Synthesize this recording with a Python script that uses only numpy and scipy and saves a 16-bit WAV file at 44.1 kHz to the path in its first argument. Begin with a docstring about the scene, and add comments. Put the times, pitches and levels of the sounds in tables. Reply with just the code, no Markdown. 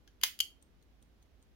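"""A wind-up stopwatch is started in the hand, close by in a small quiet room.
The thumb takes up the crown's slack, then presses: the levers catch and snap over. Let go, the crown
springs back. Contacts are noise bursts (cracks) plus decaying sines (case ring).
The escapement then ticks faintly five times a second, in runs of tiny noise bursts.
Diffuse reflections follow each contact; under all lie filtered-noise rumble, hiss and a low hum."""
import sys
import numpy as np
from scipy import signal
from scipy.fft import rfft, irfft, next_fast_len
from scipy.io import wavfile
from scipy.ndimage import uniform_filter1d

SR = 44100
rng = np.random.default_rng(int(sys.argv[2]) if len(sys.argv) > 2 else 0)


def materialize(psi):
    """Save the field psi as 16-bit PCM at rate SR to the path in sys.argv[1].

    A 1-D psi becomes a single channel; in a 2-D psi each row is a channel.
    """
    bounded = np.clip(np.atleast_2d(psi).T, -1, 1)
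    quanta = np.round(bounded * 32767).astype(np.int16)
    wavfile.write(sys.argv[1], SR, quanta)


N = 68355


def from_db(db):
    """Decibels to gain."""
    return 10 ** (np.asarray(db) / 20)


def at_hz(points, hz):
    """Read a table on a log-frequency axis."""
    f, value = np.transpose(points)
    return np.interp(np.log(np.maximum(hz, 1)), np.log(f), value)


def pan(left_minus_right_db):
    """Left and right gains for a level difference."""
    return from_db(np.array([[left_minus_right_db], [-left_minus_right_db]]) / 2)


def dying(t60_s, start_s=0):
    """Envelope that jumps to 1 and falls 60 dB per t60."""
    t = np.arange(N) / SR - start_s
    return (t >= 0) * np.exp(-np.log(1000) * np.clip(t / t60_s, 0, 10))


def contact_envelope(contacts, t60_s):
    """Contacts (t/s, level/dB) add in power, each dying away."""
    power = sum((from_db(db) * dying(t60_s, s)) ** 2 for s, db in contacts)
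    return np.sqrt(power)


def coloured(x, points):
    """Causal (minimum-phase) filter with the given spectrum, built from its folded cepstrum."""
    size = 2 * next_fast_len(N, real=True)
    gain = from_db(at_hz(points, np.fft.rfftfreq(size, 1 / SR)))
    cepstrum = irfft(np.log(gain))
    cepstrum[1:size // 2] *= 2
    cepstrum[size // 2 + 1:] = 0
    response = np.exp(rfft(cepstrum))
    return irfft(rfft(x, size) * response)[..., :N]


# room background spectrum before level scaling: f/Hz, relative density/dB
AIR = [(20, -15), (38, -9), (54, 1), (80, -9), (115, -16), (280, -16), (450, -22.5), (1000, -30.5),
       (3200, -35), (6000, -41.5), (8500, -50), (12000, -45.5), (16000, -49)]
# left-right correlation of the background: f/Hz, correlation/1
AIR_LIKENESS = [(50, 0.45), (250, .6), (1000, 0.16), (4000, 0.034)]
AIR_RMS_DB, AIR_PAN_DB = -65, -2.5   # RMS before pan
HUM_HZ, HUM_WIDTH_HZ, HUM_RMS_DB = 54.4, 4, -70.5


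def background():
    """Rumble and hiss as partly correlated shaped noise; narrow-band noise makes a wavering hum."""
    hz = np.fft.rfftfreq(N, 1 / SR)
    mid, side, drone = rfft(rng.standard_normal((3, N)))
    alike = np.clip(at_hz(AIR_LIKENESS, hz), -1, 1)
    stereo = np.sqrt(1 + alike) * mid + np.sqrt(1 - alike) * side * [[1], [-1]]
    air = irfft(from_db(at_hz(AIR, hz)) * stereo, N)
    hum = irfft(drone / (1 + ((hz - HUM_HZ) / HUM_WIDTH_HZ) ** 2) ** 2, N)
    air = from_db(AIR_RMS_DB) * air / air.std()
    hum = from_db(HUM_RMS_DB) * hum / hum.std()
    return pan(AIR_PAN_DB) * (air + hum)


EVEN_WIDTH_HZ = 800


def evened(x):
    """Level the broad bumps that chance leaves in the spectrum of a short burst."""
    spectrum = rfft(x)
    power = uniform_filter1d(np.abs(spectrum) ** 2, size=int(EVEN_WIDTH_HZ * N / SR), axis=-1)
    return irfft(spectrum * np.sqrt(power.mean() / power), N)


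def cracks(contacts, t60_s, colour):
    """Each contact shakes many small steel parts for a few milliseconds: a coloured noise burst."""
    burst = contact_envelope(contacts, t60_s) * rng.standard_normal((2, N))
    return coloured(evened(burst), colour)


# modes of the case and its springs: f/Hz, t60/s, level/dB on touching, on pressing, on release
CASE_MODES = [(1648, 0.033, -1.5, -21.5, -36.5), (2110, .05, -14, -13.5, -35.5),
              (2807, 0.072, -20, -15, -17), (2993, 0.049, -12.5, -4.5, -9), (3142, 0.034, -1.5, -7, -1),
              (3200, 0.14, -14.5, -11.5, -19), (3374, 0.025, -9, -14.5, -16.5),
              (3860, 0.034, -15.5, -16, -38.5), (4485, 0.084, -13.5, -16.5, -21.5),
              (5020, 0.1, -17.5, -13.5, -27), (6420, .08, -17, -19.5, -26.5)]
RIGHT_LAG_S = .00004


def case_ring(contacts, mode_db):
    """Contacts feed the case modes, decaying sines; their phase lags on the right."""
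    t = np.arange(N) / SR - np.array([[0], [RIGHT_LAG_S]])
    ring = 0
    for (hz, t60_s, *_), level_db in zip(CASE_MODES, mode_db):
        envelope = uniform_filter1d(contact_envelope(contacts, t60_s), size=16)   # softened onset
        tone = np.sin(2 * np.pi * (hz * t + rng.random()))
        ring = ring + from_db(level_db) * envelope * tone
    return ring


def crown(contacts, crack_t60_s, colour, mode_db):
    """One stroke of the crown: cracks of the levers and the ring of the case."""
    s, crack_db, ring_db = np.transpose(contacts)
    crack = cracks(list(zip(s, crack_db)), crack_t60_s, colour)
    return crack + case_ring(list(zip(s, ring_db)), mode_db)


PRESS_CRACK_T60_S, RELEASE_CRACK_T60_S = 0.017, .014

# thumb takes up the crown's slack: t/s, crack level/dB, ring level/dB
TOUCH = [(.0765, -46.5, -57)]
# crack colour on touching: f/Hz, level/dB
TOUCH_COLOUR = [(700, -10.5), (1600, -4.5), (3200, -1), (6500, 0), (8500, -23), (11000, -6.5),
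                (12500, -14.5), (15500, -14.5)]


def touch(mode_db):
    """A faint contact as the thumb takes up the slack of the crown."""
    return crown(TOUCH, PRESS_CRACK_T60_S, TOUCH_COLOUR, mode_db)


# room decay: f/Hz, t60/s
ROOM_T60 = [(500, 0.1), (2000, 0.27), (3200, .235), (7000, 0.22), (15000, 0.22)]
ROOM_BUILD_S, ROOM_PAN_DB = .0015, -2


def room_response():
    """Diffuse reflections, normalised to unit energy before pan, dying band by band."""
    hz, t = np.fft.rfftfreq(N, 1 / SR), np.arange(N) / SR
    white = rfft(rng.standard_normal((2, N)))
    edges_hz = np.geomspace(150, 19200, 8)
    tail = 0
    for low, high in zip(edges_hz, edges_hz[1:]):
        band = irfft(white * ((hz >= low) & (hz < high)), N)
        tail = tail + band * dying(at_hz(ROOM_T60, np.sqrt(low * high)))
    tail = tail * (1 - np.exp(-(t / ROOM_BUILD_S) ** 2))
    return pan(ROOM_PAN_DB) * tail / np.sqrt(np.sum(tail ** 2, axis=1, keepdims=True))


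# shading by the hand on the right side, deeper in the treble: f/Hz, level/dB
HAND_SHADE = [(4500, -1.5), (12000, -2.5)]


def placed(x, room, pan_db, room_db):
    """Direct sound, shaded by the hand on the right, plus its reflections."""
    direct = np.array([x[0], coloured(x[1], HAND_SHADE)])
    reflected = signal.fftconvolve(x, room, axes=1)[:, :N]
    return pan(pan_db) * direct + from_db(room_db) * reflected


# lever contacts as the crown goes down: t/s, crack level/dB, ring level/dB
PRESS = [(.2135, -39.5, -50), (.2255, -50.5, -43.5), (.2332, -34.5, -30), (.2351, -18.5, -22.5),
         (.2358, -10, -27), (.2445, -28, -33.5)]
# crack colour on pressing: f/Hz, level/dB
PRESS_COLOUR = [(150, -33), (250, -17), (450, -17.5), (720, -7), (1100, -8.5), (1900, -2), (3200, 2),
                (5000, 0), (5700, -3.5), (6600, 2), (7700, -12), (9300, -4.5), (12500, -4), (15000, -3)]


def press(mode_db):
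    """The levers catch, then snap over as the crown goes down."""
    return crown(PRESS, PRESS_CRACK_T60_S, PRESS_COLOUR, mode_db)


# contacts as the crown springs back: t/s, crack level/dB, ring level/dB
RELEASE = [(.3902, -35, -40.5), (.4026, -22.5, -26), (.4038, -21.5, -15.5), (.4064, -21, -32.5)]
# crack colour on release: f/Hz, level/dB
RELEASE_COLOUR = [(200, -16.5), (900, -21.5), (2000, -9), (3000, -2.5), (3750, -8), (4300, 5), (5100, 4.5),
                  (5700, -3), (6500, 5), (8000, -6), (11000, 2), (15500, -7)]


def release(mode_db):
    """The crown springs back and the steel case rings."""
    return crown(RELEASE, RELEASE_CRACK_T60_S, RELEASE_COLOUR, mode_db)


# escapement beats, alternating between the two pallets: t/s, level/dB
BEATS = [(0.6253, -54.5), (0.8258, -63.5), (1.0259, -58), (1.2263, -62), (1.4262, -59)]
# unlocking, impulse, locking, rebound: t/s from the beat, level/dB re beat
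BEAT_PARTS = [(-.0095, -10), (-.003, -9), (0, 5.5), (.008, -8)]
# colour of the first pallet: f/Hz, level/dB
TICK_COLOUR = [(2400, -20.5), (3300, -2), (4200, -6.5), (5200, -18.5), (6400, 1), (7100, -3), (7650, -18),
               (8200, 6.5), (8900, 1), (9800, -6.5), (12500, -12), (15500, -14)]
# colour of the second pallet: f/Hz, level/dB
TOCK_COLOUR = [(2400, -11), (3350, 0), (4300, 3.5), (5300, -18), (6450, 7.5), (7700, -17), (8600, 3.5),
               (9800, -10.5), (15500, -6)]
BEAT_T60_S = 0.018


def escapement():
    """Tick and tock of the two pallets, each a quick run of tiny contacts."""
    out = 0
    for pallet, colour in enumerate((TICK_COLOUR, TOCK_COLOUR)):
        contacts = [(s + lag_s, db + part_db)
                    for s, db in BEATS[pallet::2] for lag_s, part_db in BEAT_PARTS]
        out = out + cracks(contacts, BEAT_T60_S, colour)
    return out


def scene():
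    """Touch, press, release and ticking in the room."""
    room = room_response()
    _, _, touch_db, press_db, release_db = np.transpose(CASE_MODES)
    down = placed(touch(touch_db) + press(press_db), room, pan_db=0, room_db=-8.5)
    up = placed(release(release_db), room, pan_db=1.5, room_db=-12)
    ticking = placed(escapement(), room, pan_db=0.5, room_db=-11.5)
    return down + up + ticking + background()


CUTOFF_HZ = 15900


def record(dry):
    """Steep elliptic low-pass: 0.2 dB ripple, 80 dB stop band."""
    low_pass = signal.ellip(10, .2, 80, CUTOFF_HZ, fs=SR, output="sos")
    return signal.sosfilt(low_pass, dry)


dry = scene()
out = record(dry)
materialize(out)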